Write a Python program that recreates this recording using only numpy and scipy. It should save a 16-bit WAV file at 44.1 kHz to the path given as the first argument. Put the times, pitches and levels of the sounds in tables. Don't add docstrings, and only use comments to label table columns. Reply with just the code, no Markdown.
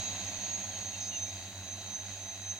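import sys
import numpy as np
from scipy import signal
from scipy.fft import rfft, irfft, next_fast_len
from scipy.io import wavfile
from scipy.ndimage import map_coordinates

SR = 44100
rng = np.random.default_rng(int(sys.argv[2]) if len(sys.argv) > 2 else 0)


def gain_from_decibels(decibels):
    exponent = np.asarray(decibels, float) / 20
    return 10 ** exponent


def to_wav(s):
    ch = np.atleast_2d(s).T
    pcm = np.round(np.clip(ch, -1, 1) * 32767)
    wavfile.write(sys.argv[1], SR, pcm.astype(np.int16))


N = 114219

# (time [s], blade pass rate [Hz])
SPEED_A = [(0.0, 94.33), (0.15, 94.15), (0.2, 94.88), (0.37, 92.83), (0.5, 94.06), (0.56, 93.16),
           (0.62, 93.51), (0.72, 92.78), (0.8, 94.05), (0.88, 93.0), (1.05, 95.26), (1.23, 96.44),
           (1.43, 95.02), (1.58, 95.04), (2.17, 96.02), (2.38, 95.5), (2.5, 95.54), (2.59, 95.46)]
SPEED_B = [(0.0, 92.29), (0.18, 89.69), (0.47, 89.12), (0.5, 89.34), (0.57, 91.16), (0.62, 90.88),
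           (0.69, 91.62), (0.99, 89.3), (1.07, 89.49), (1.17, 87.96), (1.36, 90.6), (1.65, 91.76),
           (1.83, 92.06), (2.0, 91.07), (2.2, 91.32), (2.29, 91.63), (2.37, 92.87), (2.59, 91.78)]
SPEED_C = [(0.0, 87.59), (0.24, 88.99), (0.74, 88.86), (0.88, 88.86), (0.94, 88.8), (1.08, 88.55),
           (1.16, 88.38), (1.27, 87.66), (1.39, 86.89), (1.5, 86.06), (1.73, 88.36), (1.82, 86.63),
           (1.96, 88.56), (2.12, 87.84), (2.3, 88.42), (2.38, 87.13), (2.5, 88.97), (2.59, 89.41)]
SPEED_D = [(0.0, 100.73), (0.2, 100.64), (0.35, 102.04), (0.49, 101.41), (0.7, 101.78), (0.8, 101.17),
           (0.9, 101.53), (1.12, 99.8), (1.43, 99.2), (1.65, 98.68), (1.87, 99.62), (1.96, 98.69),
           (2.1, 98.86), (2.2, 98.17), (2.28, 98.34), (2.37, 99.24), (2.48, 98.25), (2.59, 98.0)]
SPEED_E = [(0.0, 93.89), (0.43, 91.57), (0.86, 95.15), (1.29, 90.13), (1.73, 92.94), (2.16, 91.75),
           (2.59, 91.68)]
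SPEED_F = [(0.0, 89.55), (0.37, 97.35), (0.74, 94.32), (1.11, 96.43), (1.48, 94.75), (1.85, 95.97),
           (2.22, 95.69), (2.59, 93.79)]
# (blade angle at start [turns], level [dB], octave angle [turns], octave level [dB])
BLADE_TONES = [(0.24, -58.9, -0.02, -76.7), (0.12, -60.4, 0.38, -73.4), (0.18, -70.2, 0.45, -75.9),
               (0.44, -54.5, -0.15, -60.2), (0.36, -58.1, 0.29, -69.4), (0.1, -72.5, -0.09, -60.7)]
# (multiple of the pass rate, level at start [dB], angle [turns])
BLADE_OVERTONES = [(3, -70.5, 0.43), (4, -75.5, 0.29), (6, -70, 0.31), (7, -65.5, 0.77), (8, -69, 0.51),
                   (9, -68, 0.53), (10, -86, 0.39)]
# (level at start [dB], drift [dB/s])
BEARING = [(0, 2.5), (1, -1), (-3, -1.2), (0, 0), (-3, -.4), (-3, 1)]
# (time [s], level [dB])
SLOT_WHINE_A = [(0, -46.5), (.12, -39.5), (.2, -48), (.53, -40), (.89, -45), (.96, -47.5), (1.2, -52),
                (1.36, -61), (1.9, -55), (2.58, -68)]
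SLOT_WHINE_B = [(0.0, -80), (0.46, -45.5), (0.6, -82), (0.8, -71), (0.9, -66), (0.98, -44), (1.1, -39.5),
                (1.15, -42), (1.23, -35), (1.31, -48), (1.44, -59), (2.58, -83)]
SLOT_WHINE_C = [(0, -53), (.43, -47.5), (.62, -95), (.86, -43.5), (1.1, -68), (1.45, -60), (1.6, -59),
                (1.72, -41.5), (1.81, -55), (1.961, -39), (2.09, -53), (2.3, -44), (2.39, -53),
                (2.49, -38.5), (2.58, -48.5)]
SLOT_WHINE_DEF = [-68.5, -81, -79]
# (time [s], rotor A level [dB], rotor B level [dB], rotor D level [dB])
POLE_WHINE = [(0, -49, -49, -53), (.1, -54, -47, -60), (.2, -53, -51, -57), (.4, -77, -57, -55),
              (.55, -70, -53.5, -57), (.65, -75, -63, -59), (.75, -86, -54.5, -55), (1.2, -77, -50, -60),
              (1.33, -65, -51.5, -60), (1.6, -57, -54, -65), (1.85, -58, -51, -58), (1.95, -79, -52.5, -77),
              (2.1, -77, -53, -66), (2.35, -70, -53, -68), (2.59, -74, -51, -87)]
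# (time [s], rotor wash level [dB], frame ring level [dB])
FLIGHT_LEVELS = [(0.0, -45, -41.5), (.3, -46.5, -42), (.6, -49, -43.5), (.85, -49, -44),
                 (1.1, -52.5, -45.5), (1.13, -50, -46.5), (1.26, -53, -45.5), (1.4, -51, -47.5),
                 (1.55, -52.5, -49.5), (1.9, -51, -46), (2.2, -52.5, -46), (2.59, -56, -46.5)]
# (centre [Hz], width [Hz], level [dB])
FRAME_MODES = [(6173, 105, 2.5), (6536, 197, -1.5), (6580, 1560, -12.5), (3815, 94, -13), (4040, 680, -9.5),
               (2570, 310, -9), (3200, 170, -10.5), (1977, 160, -9.5)]
# (frequency [Hz], density [dB/Hz])
WASH_SPECTRUM = [(100, -7.5), (300, -1), (700, -3.5), (1400, -8.5), (3000, -7), (5000, -7.5), (6000, -30),
                 (12000, -62)]
# (frequency [Hz], left over right [dB])
BODY_SHADE = [(700, 0), (1700, 0), (2100, 6.5), (2750, 6.5), (3800, -0.5), (5200, -6), (6200, -5),
              (9000, -14)]
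# (frequency [Hz], lead of the left [rad])
BODY_LEAD = [(700, .1), (1600, .05), (2150, .9), (2750, 0), (3800, -1.5), (5000, -.8), (6300, -.8),
             (9000, -1.5)]
# (frequency [Hz], likeness [0..1])
COHERENCE = [(60, 1), (300, 0.88), (1000, 0.79), (2500, 0.54), (4000, 0.26), (5500, 0.49), (7500, 0.4),
             (10000, 0.057)]
# (time [s], length [s], start pitch [Hz], end pitch [Hz], level [dB])
WHISTLES = [
    (.7, .09, 3300, 2980, -57.5),
    (.935, .032, 2860, 2600, -49),
    (1.117, .058, 2860, 2770, -47),
    (1.25, .06, 2380, 2330, -58),
    (1.255, .06, 5550, 4950, -60),
    (1.31, .08, 4900, 4680, -60.5),
    (1.39, .08, 4700, 4450, -61),
    (1.39, .018, 3200, 3050, -58),
    (1.465, .02, 2780, 2720, -62),
    (1.76, .12, 4200, 4600, -67),
]
# (time [s], length [s], centre [Hz], level [dB])
BIRD_RASPS = [
    (1.078, 0.008, 5100, -49),
    (1.433, 0.0074, 4550, -52),
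    (1.375, .012, 4350, -57),
    (2.5, .008, 5000, -66),
]
# (frequency [Hz], density [dB/Hz])
HISS_SPECTRUM = [(20, 4), (70, 3), (300, -15), (5800, -15), (8000, -4), (10500, -12.5), (14500, -12.5),
                 (15600, -9)]

TIME = np.arange(N) / SR
SIDE = np.array([[1], [-1]])

BEAT_DB, OCTAVE_DB = 0.5, 1
OVERTONE_FADE_DB = -2.5
BLADE_FLUTTER_DB, RING_FLUTTER_DB = 2, 1.2
SLOT_ORDER, POLE_ORDER = 70, 42
FLUTTER_DB, SMEAR_RAD = 2.2, 0.33
CHOP, SLAP_DB = 0.8, 1
CRACK_DB, CRACK_SCATTER_DB, CRACK_HZ, CRACK_WIDTH_HZ = -62, 4.5, 1400, 900
GROUND_S, GROUND_GAIN, GROUND_HZ = 0.001176, 0.61, 940
TRILL_HZ, TRILL_DEPTH, WARBLE_RAD, BIRD_LEFT_DB = 66, 0.45, 0.9, 12
RASP_HZ, RASP_WIDTH_HZ = 150, 650
BUZZ_S, BUZZ_LENGTH_S, BUZZ_RATE_HZ = 1.0005, 0.078, 177
BUZZ_HZ, BUZZ_SWEEP_HZ, BUZZ_DB = 5000, 250, -45.5
HISS_DB, HISS_LEFT_DB, HISS_FADE_DB = -56, -6, -1.5
PUFF_S, PUFF_HZ, PUFF_DB = 0.035, 80, -44
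TOP_HZ = 15790
PORT_DIP_HZ, PORT_DIP_WIDTH_HZ, PORT_DIP = 5850, 200, 0.41


def unit(x):
    return x / np.sqrt(np.mean(x ** 2) + 1e-20)


def along(points, hz):
    f, v = np.transpose(points)
    return np.interp(np.log(hz + 1), np.log(f + 1), v)


def curves(rows):
    s, *columns = np.transpose(rows)
    return [np.interp(TIME, s, column) for column in columns]


def wobble(rate):
    at = np.arange(0, N + 32, 32)
    knots = rng.standard_normal(2000)
    return np.interp(np.arange(N), at, map_coordinates(knots, [at * min(rate, 700) / SR]))


def filtered(x, response):
    m = next_fast_len(N + SR // 4)
    return irfft(rfft(x, m) * response(np.fft.rfftfreq(m, 1 / SR)), m)[..., :N]


def drone():
    speeds = (SPEED_A, SPEED_B, SPEED_C, SPEED_D, SPEED_E, SPEED_F)
    slot_db = [curves(w)[0] for w in (SLOT_WHINE_A, SLOT_WHINE_B, SLOT_WHINE_C)] + SLOT_WHINE_DEF
    pole_a, pole_b, pole_d = curves(POLE_WHINE)
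    pole_db = (pole_a, pole_b, -72, pole_d, -74, -72)
    rotors = [rotor(*parts) for parts in zip(speeds, BLADE_TONES, BEARING, slot_db, pole_db)]
    tones, air, cracks = (sum(part) for part in zip(*rotors))
    wash_db, ring_db = curves(FLIGHT_LEVELS)
    wash = rotor_wash(air, wash_db)
    ring = frame_ring(ring_db)
    same = tones + wake_cracks(cracks) + wash[0] + ring[0]
    return ports(same, wash[1] + 1.16 * ring[1])


def rotor(speed, blade_tones, bearing, slot_db, pole_db):
    start, first_db, octave_start, octave_db = blade_tones
    near_db, turn_db = bearing
    turns = np.cumsum(curves(speed)[0]) / SR

    def tone(order, shift, db):
        return np.sqrt(2) * gain_from_decibels(db) * np.cos(2 * np.pi * (order * turns + shift))

    def smear():
        return SMEAR_RAD * wobble(70) / (2 * np.pi)

    blades = tone(1, start, first_db + BEAT_DB)
    blades += tone(2, octave_start, octave_db + OCTAVE_DB + OVERTONE_FADE_DB * TIME)
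    for order, db, shift in BLADE_OVERTONES:
        angle = shift + order * start + 0.11 * wobble(9)
        fade = (OVERTONE_FADE_DB + turn_db) * TIME
        blades += tone(order, angle, db + near_db + fade + BLADE_FLUTTER_DB * wobble(7.78))

    slots = tone(SLOT_ORDER, smear(), slot_db + 1.0 + FLUTTER_DB * wobble(44.95))
    poles = tone(POLE_ORDER, smear(), pole_db + 1.0 + 0.55 * wobble(16))

    count = (turns + start + 1).astype(int)
    slap, scatter = rng.standard_normal((2, 400))[:, count]
    strikes = np.diff((turns + start + 1.5).astype(int), prepend=1)
    cracks = strikes * gain_from_decibels(near_db + turn_db * TIME + CRACK_SCATTER_DB * scatter)
    pulse = 4 * np.sin(np.pi * (turns + start)) ** 8 - 1
    gate = 1 + CHOP * gain_from_decibels(SLAP_DB * slap) * pulse
    return blades + slots + poles, gate * rng.standard_normal((2, N)), cracks


def ground(hz):
    return 1 + GROUND_GAIN / (1 + (hz / GROUND_HZ) ** 2) * np.exp(-2j * np.pi * hz * GROUND_S)


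def rotor_wash(air, db):
    wash = unit(filtered(air, lambda hz: gain_from_decibels(along(WASH_SPECTRUM, hz)) * ground(hz)))
    return wash * gain_from_decibels(db - 1.5 + 0.19 * wobble(3.4))


def frame_ring(db):
    def modes(hz):
        return sum(gain_from_decibels(level) / (1 + ((hz - c) / w) ** 2) ** 2 for c, w, level in FRAME_MODES)

    ring = unit(filtered(rng.standard_normal((2, N)), modes))
    return ring * gain_from_decibels(db - 1.0 + RING_FLUTTER_DB * wobble(12.9))


def wake_cracks(impulses):
    def response(hz):
        band = 1 / (1 + ((hz - CRACK_HZ) / CRACK_WIDTH_HZ) ** 4)
        return ground(hz) * band * hz / (hz + CRACK_HZ)

    return gain_from_decibels(CRACK_DB) * unit(filtered(-impulses, response))


def ports(same, other):
    def mixing(hz):
        return np.arccos(np.clip(along(COHERENCE, hz), 0, 1)) / 2

    def body(hz):
        lead = np.exp(0.5j * SIDE * along(BODY_LEAD, hz))
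        return gain_from_decibels(SIDE * along(BODY_SHADE, hz) / 2) * lead

    common = filtered(same, lambda hz: body(hz) * np.cos(mixing(hz)))
    return common + filtered(other, lambda hz: SIDE * body(hz) * np.sin(mixing(hz)))


def birds():
    return (whistles() + rasps() + buzz()) * gain_from_decibels(SIDE * BIRD_LEFT_DB / 2)


def whistles():
    x = np.zeros(N)
    for s, length, from_hz, to_hz, db in WHISTLES:
        u = np.clip((TIME - s) / length, 0, 1)
        is_long = length > 0.05
        trill = 1 + TRILL_DEPTH * is_long * np.cos(2 * np.pi * TRILL_HZ * (TIME - s))
        phase = 2 * np.pi * np.cumsum(from_hz + (to_hz - from_hz) * u) / SR
        phase += WARBLE_RAD * is_long * wobble(140)
        x += gain_from_decibels(db) * np.sin(np.pi * u) ** 0.33 * trill * np.sin(phase)
    return x


def rasps():
    x = np.zeros(N)
    for s, length, hz, db in BIRD_RASPS:
        noise = rng.standard_normal(N)
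        band = unit(filtered(noise, lambda f: np.exp(-((f - hz) / RASP_WIDTH_HZ) ** 2)))
        swell = np.sin(np.pi * np.clip((TIME - s) / length, 0, 1))
        x += gain_from_decibels(db) * swell * (1 + 0.19 * np.cos(2 * np.pi * RASP_HZ * TIME)) * band
    return x


def buzz():
    u = np.clip((TIME - BUZZ_S) / BUZZ_LENGTH_S, 0, 1)
    cycle = 2 * np.pi * BUZZ_RATE_HZ * (TIME - BUZZ_S)
    pitch = BUZZ_HZ + BUZZ_SWEEP_HZ * np.sin(cycle) + 100 * wobble(60)
    swell = np.sqrt(np.sin(np.pi * u ** 1.5))
    pips = np.cos(cycle / 2) ** 4
    return gain_from_decibels(BUZZ_DB) * swell * pips * np.sin(2 * np.pi * np.cumsum(pitch) / SR)


def port_hiss():
    hiss = unit(filtered(rng.standard_normal((2, N)), lambda hz: gain_from_decibels(along(HISS_SPECTRUM, hz))))
    return gain_from_decibels(HISS_DB + SIDE * HISS_LEFT_DB / 2) * hiss * gain_from_decibels(HISS_FADE_DB * TIME)


def wind_puff():
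    puff = unit(filtered(rng.standard_normal(N), lambda hz: 1 / (1 + (hz / PUFF_HZ) ** 4)))
    return gain_from_decibels(PUFF_DB) * puff * np.exp(-(TIME / PUFF_S) ** 2) * [[0.15], [1]]


def scene():
    return drone() + birds() + port_hiss() + wind_puff()


def roll_off(x):
    return signal.sosfilt(signal.butter(12, 16780, fs=SR, output="sos"), x)


def record(dry):
    def response(hz):
        dip = PORT_DIP * np.exp(-((hz - PORT_DIP_HZ) / PORT_DIP_WIDTH_HZ) ** 2)
        return (hz < TOP_HZ) * (1 - dip)

    return roll_off(filtered(dry, response))


dry = scene()
out = record(dry)
to_wav(out)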